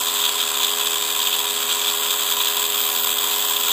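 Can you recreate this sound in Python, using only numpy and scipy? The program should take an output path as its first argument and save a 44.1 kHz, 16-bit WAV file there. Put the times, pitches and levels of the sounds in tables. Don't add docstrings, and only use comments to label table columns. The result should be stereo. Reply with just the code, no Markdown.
import sys
import numpy as np
from scipy import signal
from scipy.fft import rfft, irfft
from scipy.io import wavfile
from scipy.ndimage import uniform_filter1d

SR = 44100
rng = np.random.default_rng(int(sys.argv[2]) if len(sys.argv) > 2 else 0)


def amplitude_ratio(level_db):
    exponent = np.asarray(level_db, float) / 20
    return 10 ** exponent


def digitize_waveform(pressure):
    field = np.atleast_2d(pressure).T
    bounded = np.clip(field, -1, 1)
    quanta = np.round(bounded * 32767).astype(np.int16)
    wavfile.write(sys.argv[1], SR, quanta)


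N = 164052


def level(x, db):
    return x * amplitude_ratio(db) / np.sqrt(np.mean(x ** 2))


def walk(rate_hz):
    hold = int(SR / rate_hz)
    steps = np.repeat(rng.standard_normal(N // hold + 1), hold)
    drift = uniform_filter1d(uniform_filter1d(steps, hold), hold)[:N]
    return drift / drift.std()


def cavity(x, hz, width_hz):
    b, a = signal.iirpeak(hz, hz / (1.81 * width_hz), fs=SR)
    return signal.lfilter(b, a, signal.lfilter(b, a, x))


def jet(t):
    # centre in Hz, width in Hz, level in dB rms, share of gurgle, share of aim.
    cup = [(988.6, 48.4, -36.5, 0.19, 0.3), (1078, 83, -38.5, 0.17, 0.28), (1300, 470, -36.5, 0.38, 0.057),
           (2024, 910, -44, 0.37, 0.066), (2454, 330, -35.5, 0.57, 0.15), (3347, 395, -26.5, 1, 0.08),
           (3730, 400, -29, 1.16, 0.034), (4584, 810, -34, 0.39, 0.15)]
    nozzle = [(6720, 970, -33.5, 0.63, 0.15), (7740, 490, -29, 0.09, 0.085), (8700, 830, -41, 0.075, 0.092),
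              (9960, 810, -40, 0.09, .5), (11250, 670, -39, 0.07, 1.5), (13200, 400, -41.5, .2, 1.7),
              (13500, 250, -35, 0.45, 2.3), (14400, 470, -27.5, 0.32, 2.4)]
    open_jet_hz, open_jet_db = 4500, -43
    flicker_hz, flicker_db = 18, 0.48
    rim_hz, rim_steady = 9000, .35

    gurgle_db = slug_swell(t)
    aim_db = cup_aim(t)
    chop_db = drop_chop(t) + nozzle_spit()

    spill_db = (-2 - rim_steady) * chop_db + .4 * aim_db
    spill = rng.standard_normal(N) * amplitude_ratio(spill_db)
    high = signal.butter(2, open_jet_hz, "high", fs=SR, output="sos")
    out = level(signal.sosfilt(high, spill), open_jet_db)

    cup_air = rng.standard_normal(N)
    for k, (hz, width_hz, db, gurgle_share, aim_share) in enumerate([*cup, *nozzle]):
        steady = rim_steady if hz > rim_hz else 0
        swell_db = gurgle_share * gurgle_db + aim_share * aim_db
        swell_db = swell_db + (1 - steady) * chop_db + flicker_db * walk(flicker_hz)
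        air = cup_air if k < len(cup) else rng.standard_normal(N)
        out = out + (-1) ** k * level(cavity(air * amplitude_ratio(swell_db), hz, width_hz), db)
    return side_pockets(out)


def drop_chop(t):
    drop_hz, jitter, count = 85, .16, 600
    depth_db, scatter, runs, share = -10, 0.13, 0.13, .26
    cycles = np.clip(1 + jitter * rng.standard_normal(count), .3, None)
    edges_s = np.cumsum(cycles) / drop_hz
    phase = np.interp(t, np.r_[0, edges_s], np.arange(count + 1))
    size = 1 + scatter * rng.standard_normal(count) + runs * walk(6.6)[::200][:count]
    drop_db = depth_db * np.clip(size, 0, None)
    return drop_db[phase.astype(int)] * np.exp(-((phase % 1 - .5) / share) ** 2 * 2)


def nozzle_spit():
    spit_hz, spit_db = 330, 1.9
    return spit_db * 2 * np.tanh(walk(spit_hz) / 2)


def slug_swell(t):
    # centre in seconds, swell in dB, length in seconds.
    slugs = [(0.093, 4, 0.027), (0.166, 4, 0.014), (0.247, 6.5, 0.043), (0.404, 6.5, 0.025),
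             (0.555, 2, 0.02), (0.635, 6.5, 0.039), (0.685, 4.5, 0.02), (0.813, 4.5, 0.026),
             (0.87, 8, 0.012), (1.212, 5, 0.026), (1.269, 5.5, 0.022), (1.337, 6.5, 0.028), (1.4, 4, 0.019),
             (1.711, 9, 0.018), (1.887, 4.5, 0.031), (2.052, 2.5, 0.017), (2.106, 6, 0.011),
             (2.216, 3.5, 0.018), (2.322, 3.5, 0.014), (2.408, 6.5, 0.016), (2.475, 5.5, 0.021),
             (2.569, 3.7, 0.023), (2.788, 4.5, 0.018), (2.874, 3, 0.023), (2.995, 3.1, 0.019),
             (3.036, 0.5, 0.031), (3.193, 3, 0.023), (3.328, 4, 0.025), (3.564, 7, 0.011),
             (3.732, 6.5, 0.073)]
    return np.max([db * np.exp(-((t - at_s) / length_s) ** 2 * 2) for at_s, db, length_s in slugs], axis=0)


def cup_aim(t):
    # time in seconds, level in dB.
    aim = [
        (0.0, -23.5),
        (0.52, -24.5),
        (0.65, -23.5),
        (0.94, -24),
        (1.43, -23),
        (1.44, -24),
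        (2.72, -22.5),
        (2.78, -21.5),
        (3.72, -22.5),
    ]
    aim_db = np.interp(t, *np.array(aim).T)
    return aim_db - aim_db.mean()


def side_pockets(x):
    # centre in Hz, width in Hz, share removed.
    pockets = [(1800, 100, .45), (2150, 160, .5), (4350, 250, .4), (5600, 500, .4), (13950, 300, .4)]
    for hz, width_hz, share in pockets:
        b, a = signal.iirpeak(hz, hz / width_hz, fs=SR)
        x = x - share * signal.lfilter(b, a, x)
    return x


def pump(t):
    # multiple of the stroke rate, level in dB rms.
    harmonics = [(1, -64), (2, -76), (3, -51), (4, -55), (5, -40.5), (6, -51.5), (7, -47), (8, -52),
                 (9, -46.5), (10, -54), (20, -49.5), (21, -49.5), (23, -50), (24, -56), (25, -49.5),
                 (29, -64)]
    stroke_hz, drift, waver_db, scatter_rad = 82.872, .0003, .9, 0.19
    mains_hz, mains_db = 58, -74
    turn = 2 * np.pi * np.cumsum(stroke_hz * (1 + drift * walk(1.558))) / SR
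    hum = amplitude_ratio(mains_db) * np.sin(2 * np.pi * mains_hz * t)
    for multiple, db in harmonics:
        start_rad = scatter_rad * multiple * rng.standard_normal()
        gain = amplitude_ratio(db + waver_db * walk(6.02))
        hum = hum + gain * np.sin(round(multiple) * turn + start_rad)
    return np.sqrt(2) * hum


def housing_rumble():
    # frequency in Hz, density in dB per Hz.
    housing = [(45, -19), (100, -15.5), (190, -17), (235, -6), (355, -8), (430, -1.5), (630, -6.5),
               (790, 7.5)]
    hz, db = np.array(housing).T
    f = np.arange(N // 2 + 1) * SR / N + 1
    shape = amplitude_ratio(np.interp(np.log(f), np.log(hz), db)) / (1 + (f / hz[-1]) ** 8)
    return level(irfft(rfft(rng.standard_normal(N)) * shape, N), -44.5)


def room(x):
    t60_s, room_db = .2, -15
    tail = rng.standard_normal(SR // 2) * amplitude_ratio(-60 * np.arange(SR // 2) / SR / t60_s)
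    tail = tail / np.sqrt(np.sum(tail ** 2))
    return amplitude_ratio(room_db) * signal.fftconvolve(x, tail)[:N]


def scene():
    t = np.arange(N) / SR
    hiss = jet(t)
    return np.tile(hiss + room(hiss) + pump(t) + housing_rumble(), (2, 1))


def weak_holes(z, f, top_hz):
    share, low_hz, hole_db = .035, 1500, -16
    patch = uniform_filter1d(uniform_filter1d(np.abs(z) ** 2, size=9, axis=0), size=2, axis=1)
    patch = patch / np.sqrt(patch.mean(axis=1, keepdims=True) + 1e-18)
    band = (f > low_hz) & (f < top_hz)
    weak = np.quantile(patch[band], share) / (patch + 1e-18)
    return z * amplitude_ratio(hole_db * band[:, None] * np.clip(4 * (weak - .75), 0, 1))


def channel_split(z, f, t):
    # start in seconds, end in seconds.
    splits = [(0, .03), (.19, .31), (.6, .63), (.81, .92), (1, 1.1), (1.19, 1.27), (1.44, 1.49),
              (1.54, 1.59), (1.69, 1.73), (1.93, 1.97), (2.04, 2.11), (2.28, 2.41), (2.67, 2.74),
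              (2.83, 2.88), (3.09, 3.18), (3.29, 3.32), (3.39, 3.51)]
    low_hz, split_db, density = 210, -6, .2
    active = sum((t >= a) & (t <= b) for a, b in splits) * (f[:, None] > low_hz)
    grain = (rng.random(z.shape) < density) * np.exp(2j * np.pi * rng.random(z.shape))
    return uniform_filter1d(np.abs(z), size=16, axis=0) * grain * active * amplitude_ratio(split_db)


def band_limit(x):
    return signal.sosfilt(signal.butter(12, 16040, fs=SR, output="sos"), x)


def record(dry):
    top_hz = 15000
    top_cut = signal.ellip(16, .2, 90, top_hz, fs=SR, output="sos")
    f, t, z = signal.stft(signal.sosfilt(top_cut, dry[0]), SR, nperseg=2048)
    z = weak_holes(z, f, top_hz)
    side = channel_split(z, f, t)
    both = signal.istft(np.array([z + side, z - side]), nperseg=2048)[1][:, :N]
    return band_limit(both)


dry = scene()
out = record(dry)
digitize_waveform(out)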